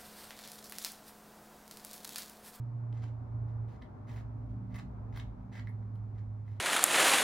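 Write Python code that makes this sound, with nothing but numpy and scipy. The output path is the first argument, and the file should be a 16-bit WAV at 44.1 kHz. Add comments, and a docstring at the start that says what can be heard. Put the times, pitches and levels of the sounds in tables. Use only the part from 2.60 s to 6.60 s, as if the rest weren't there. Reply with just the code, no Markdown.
"""A kitchen table, heard close through a stereo pair of microphones.
From the start a distant engine drones through the walls, with its low rumble and a wash of traffic.
A small tool scrapes soft clay in short gritty strokes that stick and slip, ringing briefly in the room.
Light taps and wet ticks join in, loudest between two and three seconds; one faint, longer stroke ends it."""
import sys
import numpy as np
from scipy import signal
from scipy.fft import rfft, irfft
from scipy.io import wavfile

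SR = 44100
rng = np.random.default_rng(int(sys.argv[2]) if len(sys.argv) > 2 else 0)


def generate_wav(signal):
    """Clip the signal to [-1, 1] and save it as 16-bit WAV at the path in sys.argv[1]."""
    frames = np.transpose(np.atleast_2d(signal))
    scaled = np.clip(frames, -1, 1) * 32767
    pcm = np.round(scaled).astype(np.int16)
    wavfile.write(sys.argv[1], SR, pcm)


N = 176400
T = np.arange(N) / SR
FREQ_HZ = np.arange(N // 2 + 1) * SR / N

# Spectrum of the clay's fine grit, in strokes and wet ticks: frequency_hz, gain_db
GRIT_SPECTRUM = [(1500, -35), (4000, -7), (6500, -5), (8500, -10.5), (10500, 7.5), (12500, -4.5),
                 (14500, 6.5), (17000, 0)]


def undb(db):
    """Decibels to gain."""
    return 10 ** (np.asarray(db) / 20)


def unit(x):
    """Scale to rms 1."""
    return x / np.sqrt(np.mean(x ** 2))


def curve(rows, column=1):
    """One column of a table, joined by straight lines in time."""
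    rows = np.array(rows)
    return np.interp(T, rows[:, 0], rows[:, column])


def pan(left_db):
    """Microphone gains, the left one left_db above the right."""
    return undb(np.array([[left_db], [-left_db]]) / 2)


def wander(rate_hz):
    """Smooth random motion of rms 1."""
    return unit(irfft(rfft(rng.standard_normal(N)) * np.exp(-(FREQ_HZ / rate_hz) ** 2), N))


def colour(x, spectrum):
    """Causal filter through (frequency_hz, gain_db) points that keeps the power of white noise."""
    hz, db = np.array(spectrum).T
    gain = unit(undb(np.interp(np.log(FREQ_HZ + 1), np.log(hz), db)))
    cepstrum = irfft(np.log(gain), N)
    fold = 1 + np.sign(N // 2 - np.arange(N))  # gives minimum phase
    fold[0] = 1
    return irfft(rfft(x) * np.exp(rfft(cepstrum * fold)), N)


def ring(x, modes):
    """Damped resonances of alternating sign that keep the power of white noise."""
    response = sum((-1) ** k * undb(db) * 1j * FREQ_HZ * width
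                   / (hz ** 2 - FREQ_HZ ** 2 + 1j * FREQ_HZ * width)
                   for k, (hz, width, db) in enumerate(modes))
    return irfft(rfft(x) * response / np.sqrt(np.mean(abs(response) ** 2)), N)


def diffuse(spectrum, apart_hz):
    """Noise from all round: alike at both microphones in the bass, unrelated above apart_hz."""
    likeness = 1 / (1 + (FREQ_HZ / apart_hz) ** 2)
    mid, side = rfft(rng.standard_normal((2, N)))
    mid, side = mid * np.sqrt((1 + likeness) / 2), side * np.sqrt((1 - likeness) / 2)
    return colour(irfft(np.array([mid + side, mid - side]), N), spectrum)


def room_tone():
    """The faint, steady hiss of the kitchen's still air."""
    # Spectrum of the air: frequency_hz, gain_db
    spectrum = [(200, 13.5), (1000, 0.5), (2200, 5.5), (2800, -4), (4500, -6.5), (6500, -10.5),
                (8500, -17.5), (12000, -16.5), (14000, -27.5), (16000, -26)]
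    return undb(-75.5) * diffuse(spectrum, apart_hz=500)


def traffic():
    """A wash of traffic comes through the walls and excites the modes of the room."""
    # Rise and fall of the wash: time_s, relative_level_db
    levels = [(0, -58.5), (.4, -59), (.9, -56.5), (1.3, -57), (1.65, -57), (2.0, -60), (2.45, -56.5),
              (3.0, -60), (3.5, -61), (4, -63.5)]
    # Traffic as heard indoors: frequency_hz, gain_db
    spectrum = [(60, -8.5), (130, 12.5), (170, 4.5), (230, 9), (285, 6), (320, 0.5), (420, -1.5), (520, -5),
                (750, -3.5), (1000, -5), (1400, -11.5), (1800, -21.5), (2400, -30.5), (3000, -40.5),
                (6000, -59.5)]
    # Room modes: frequency_hz, width_hz, gain_db
    room_modes = [(284.3, 17, -3), (392.7, 53, -4), (608, 9.1, 2), (755, 78, -7), (916, 170, -13)]
    wash = diffuse(spectrum, apart_hz=278)
    resonance = undb(-11.5) * ring(rng.standard_normal((2, N)), room_modes)
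    level_db = curve(levels) + 4.5 + .5 * wander(18)
    return (wash + resonance) * undb(level_db) * pan(left_db=0.75)


def engine_rumble():
    """The distant engine's low rumble through the walls, swelling midway, a little to the left."""
    # Swell of the rumble: time_s, relative_level_db
    levels = [(0, -62), (.35, -62), (.7, -59), (.85, -56), (1.15, -54), (1.5, -52), (1.95, -48), (2.2, -51),
              (2.4, -50), (2.8, -52), (2.9, -55), (3.3, -55), (3.6, -57), (4, -58)]
    # Spectrum of the rumble: frequency_hz, gain_db
    spectrum = [(20, -32), (32, -24.5), (42, -4.5), (54, 6), (64, 8), (75, -6), (100, -0.5), (140, -14.5),
                (200, -24.5), (400, -76.5)]
    return diffuse(spectrum, apart_hz=308) * undb(curve(levels) + 2.3) * pan(left_db=2.5)


def engine_drone():
    """The engine's unevenly sinking note, a little to the right, with fainter tones that come and go."""
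    # Main engine note: time_s, pitch_hz, relative_level_db
    note = [(0.0, 118, -39), (0.42, 114.4, -37), (0.66, 114.6, -44.5), (0.77, 115, -37), (1.06, 113.1, -38),
            (1.17, 114.9, -55), (1.24, 98.5, -62.5), (1.41, 101.7, -48.5), (1.46, 110, -49.5),
            (1.53, 112, -41.5), (2.17, 112, -43), (2.26, 123.9, -54.5), (2.35, 109.1, -47),
            (2.55, 109.1, -42.5), (2.87, 110, -54), (3.03, 107.9, -41), (3.92, 104.6, -40.5),
            (4.0, 103.9, -41)]
    # Fainter engine tones: pitch_hz, wander_hz, peak_s, swell_s, level_db
    tones = [(190.5, 1.3, 2.226, 0.35, -50), (191.7, 2, 2.7, 1, -55.5), (191.4, 3.1, 0.73, 0.14, -59.5),
             (248.3, 6, 2.0, 0.48, -55), (281.3, 4, 1.95, 0.28, -60.5), (255.6, 2.2, .45, 0.34, -62),
             (250.6, 3, 2.84, 0.37, -58.5), (238.3, 4, 3.514, 0.97, -61.5), (221, 2.6, 1.4, 0.21, -66),
             (129.15, 6, 2.09, 1, -53), (85.6, 1.6, 0.71, .45, -50.5), (49.88, 3, 2.7, 0.11, -47.5)]
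    pitch_hz = curve(note, column=1) * (1 + 0.0036 * wander(2.7))
    level_db = curve(note, column=2) + 0.5 + 1.5 * wander(26)
    drone = np.sqrt(2) * np.sin(2 * np.pi * np.cumsum(pitch_hz) / SR) * undb(level_db)
    for hz, wander_hz, peak_s, swell_s, db in tones:
        phase = 2 * np.pi * np.cumsum(hz + wander_hz / 2 * wander(3)) / SR
        flutter = undb(1.5 * wander(18))
        swell = np.exp(-((T - peak_s) / swell_s) ** 2)
        drone = drone + unit(np.cos(phase) * flutter) * undb(db) * swell
    return drone * pan(left_db=-3)


def kitchen(x):
    """Direct sound at the two microphones, then a short room tail whose treble dies sooner."""
    low_t60_s, treble_t60_s, gap_s, tail_db = 0.25, 0.19, 0.0013, -2
    t = T[:SR // 2]
    noise = rng.standard_normal((2, len(t)))
    low = signal.sosfilt(signal.butter(1, 4000, fs=SR, output="sos"), noise)
    tail = (low * undb(-60 * t / low_t60_s) + (noise - low) * undb(-60 * t / treble_t60_s)) * (t > gap_s)
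    tail /= np.sqrt(np.sum(tail ** 2) / 2)
    # The highest treble reaches the right microphone first.
    lag_s = 0.00012 * np.clip(.5 + 2 * (FREQ_HZ / 7000 - 1), 0, 1)
    left = irfft(rfft(x) * np.exp(-2j * np.pi * FREQ_HZ * lag_s), N)
    return np.array([left, x]) + undb(tail_db) * signal.fftconvolve(x[None], tail, axes=1)[:, :N]


def tool_ring(force):
    """The tool's short hollow ring, with a fainter, longer ring from nearby reflections."""
    # Damped tool resonances: frequency_hz, width_hz, gain_db
    tool_modes = [(1220, 100, -7.5), (1840, 200, 4.5), (2126, 170, 1), (3100, 200, -23), (4020, 280, -18),
                  (4900, 400, -26.5)]
    # Narrow peaks from early reflections: frequency_hz, width_hz, gain_db
    reflection_peaks = [(1659, 25, -2), (1927, 5.1, 0.5), (2177, 14, -2), (2180, 16, -12), (2360, 32, -7.5)]
    return ring(force, tool_modes) + undb(-10.5) * ring(force, reflection_peaks)


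def snap(start_s, fade_s=.0008):
    """A very short crackle of unit energy."""
    burst = rng.standard_normal(N) * (T >= start_s) * np.exp(-np.clip(T - start_s, 0, .1) / fade_s)
    return burst / np.sqrt(np.sum(burst ** 2))


def wet_ticks():
    """Wet clay lets go with a tiny bright tick."""
    # Clay letting go: start_s, energy_db
    ticks = [(1.785, -69.5), (3.071, -55), (3.093, -48), (3.354, -53.5)]
    return colour(sum(undb(db) * snap(start_s) for start_s, db in ticks), GRIT_SPECTRUM)


def tapping():
    """The tool knocks on the clay: each blow snaps and sets it ringing."""
    # Taps of the tool: start_s, ring_db, snap_db
    taps = [(0.327, -67, -40.5), (1.2225, -38.5, -41), (1.2265, -40, -52), (1.577, -37.5, -51),
            (2.164, -32, -37.5), (2.185, -41.5, -48), (2.197, -50, -31), (2.526, -43.5, -51),
            (2.574, -30, -31), (2.599, -33, -30.5), (2.996, -35, -34), (3.0725, -29, -39),
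            (3.084, -44, -58.5), (3.227, -51.5, -58.5), (3.356, -59.5, -48), (3.879, -43.5, -69)]
    # Spectrum of a tap's snap: frequency_hz, gain_db
    snap_spectrum = [(400, -17), (1000, 1), (2200, -3.5), (2800, -3.5), (3800, 2), (4500, -5), (5500, -8.5),
                     (7500, -18.5), (16000, -40)]
    blows, crackle = np.zeros((2, N))
    for start_s, ring_db, snap_db in taps:
        blows[int(start_s * SR)] += undb(ring_db)
        crackle += undb(snap_db) * snap(start_s)
    return tool_ring(blows) + colour(crackle, snap_spectrum)


def grains(per_s=13000, spread_db=2.5, grip_db=2.15, grip_hz=55):
    """Dense tiny impacts of uneven size, bunched as the clay grips and yields."""
    size_db = spread_db * rng.standard_normal(N) + grip_db * wander(grip_hz)
    hits = rng.random(N) < per_s / SR
    return unit(hits * rng.standard_normal(N) * undb(size_db))


def stick_slip(slips_per_s=135, jitter=.2, fade_cycles=0.16):
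    """The edge catches and slips: each cycle gives a fading pulse and one sharp jolt."""
    cycles = np.cumsum(slips_per_s * (1 + jitter * wander(90))) / SR
    pulses = unit(np.exp(-(cycles % 1) / fade_cycles))
    onsets = np.diff(np.floor(cycles), prepend=0)
    return pulses, unit(onsets * undb(wander(150)))


def scraping():
    """Close up, the edge drags through grains of clay; when it chatters, each slip jolts the tool."""
    # Tool strokes, levels relative: start_s, length_s, start_db, end_db, grit_db, ring_db, chatter_share
    strokes = [(0.339, 0.083, -73.5, -71.5, -6, -5, 0.07), (0.421, .02, -71.5, -58.5, -3, -4, 0.07),
               (0.451, 0.044, -68.5, -72, -8, -16, .1), (.882, .035, -75, -81.5, -2, -12, 0.41),
               (1.079, 0.054, -70.5, -74, -1.5, -14.5, 0.07), (1.124, 0.041, -76.5, -76.5, -1, 0, 0.44),
               (1.215, 0.021, -67, -75, 0, 9, 0), (1.469, 0.031, -72.5, -62, 1, 4.5, 0.54),
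               (1.506, 0.063, -65, -68, 4, -2, 0.31), (1.56, 0.049, -61.5, -67.5, -2.5, -5, 0),
               (1.895, .03, -81, -84, 3, -9.5, .2), (2.1, 0.04, -75.5, -74.5, -1, 2.5, 0.41),
               (2.142, .014, -56, -64.5, 3, 2.5, .3), (2.157, 0.0057, -55.5, -58.5, 9.5, -0.5, 0.28),
               (2.169, 0.025, -72, -54.5, -2, -10, 0.47), (2.523, .036, -76, -61.5, 0, -13, .5),
               (2.56, .017, -59, -59, 10, 6, 0.1), (2.57, 0.014, -65, -70, -3, -12, 0.1),
               (2.591, 0.0076, -59, -50.5, -11, 1, .4), (2.608, 0.023, -70, -80, -2, -2, 0.7),
               (2.917, 0.027, -70, -58.5, -4, 4.5, 0.6), (2.95, .047, -59, -60, -2.5, 8.5, 0.45),
               (3.545, 0.023, -81.5, -78, -9, 4, 0.56), (3.579, 0.015, -73, -70.5, -17, 8, 0.52),
               (3.864, 0.21, -76.5, -80.5, 3, 1, .3)]
    # Spectrum of clay friction: frequency_hz, gain_db
    clay_spectrum = [(300, -8), (700, 6.5), (1300, 1.5), (2200, 1), (2700, -4), (3800, -5), (5500, -10.5),
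                     (7000, -10.5), (9000, -24.5), (16000, -33.5)]
    attack_s, release_s, pulse_depth = 0.0032, .005, 0.16
    pulses, jolts = stick_slip()
    rub = grains()
    drag, grit, shake = np.zeros((3, N))
    for start_s, length_s, start_db, end_db, grit_db, ring_db, chatter in strokes:
        attack = np.clip((T - start_s) / attack_s + .5, 0, 1)
        release = np.exp(-np.clip(T - start_s - length_s, 0, .5) / release_s)
        force = attack * release * undb(np.interp(T, [start_s, start_s + length_s], [start_db, end_db]))
        drag += force * (1 + chatter * pulse_depth * (pulses - 1))
        grit += force * undb(grit_db)
        shake += force * undb(ring_db) * (np.sqrt(chatter) * jolts + np.sqrt(1 - chatter) * rub)
    friction = undb(0.5) * colour(drag * grains(), clay_spectrum)
    fine_grit = undb(-15.5) * colour(grit * grains(), GRIT_SPECTRUM)
    return friction + fine_grit + undb(-6) * tool_ring(shake)


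def scene():
    """Clay work at the table, over the sounds from beyond the walls."""
    clay_work = kitchen(scraping() + tapping() + wet_ticks())
    return clay_work + engine_drone() + engine_rumble() + traffic() + room_tone()


def record(dry):
    """The recorder cuts the treble steeply above 15.8 kHz."""
    return signal.sosfilt(signal.ellip(8, .2, 80, 15800, fs=SR, output="sos"), dry)


dry = scene()
out = record(dry)
generate_wav(out)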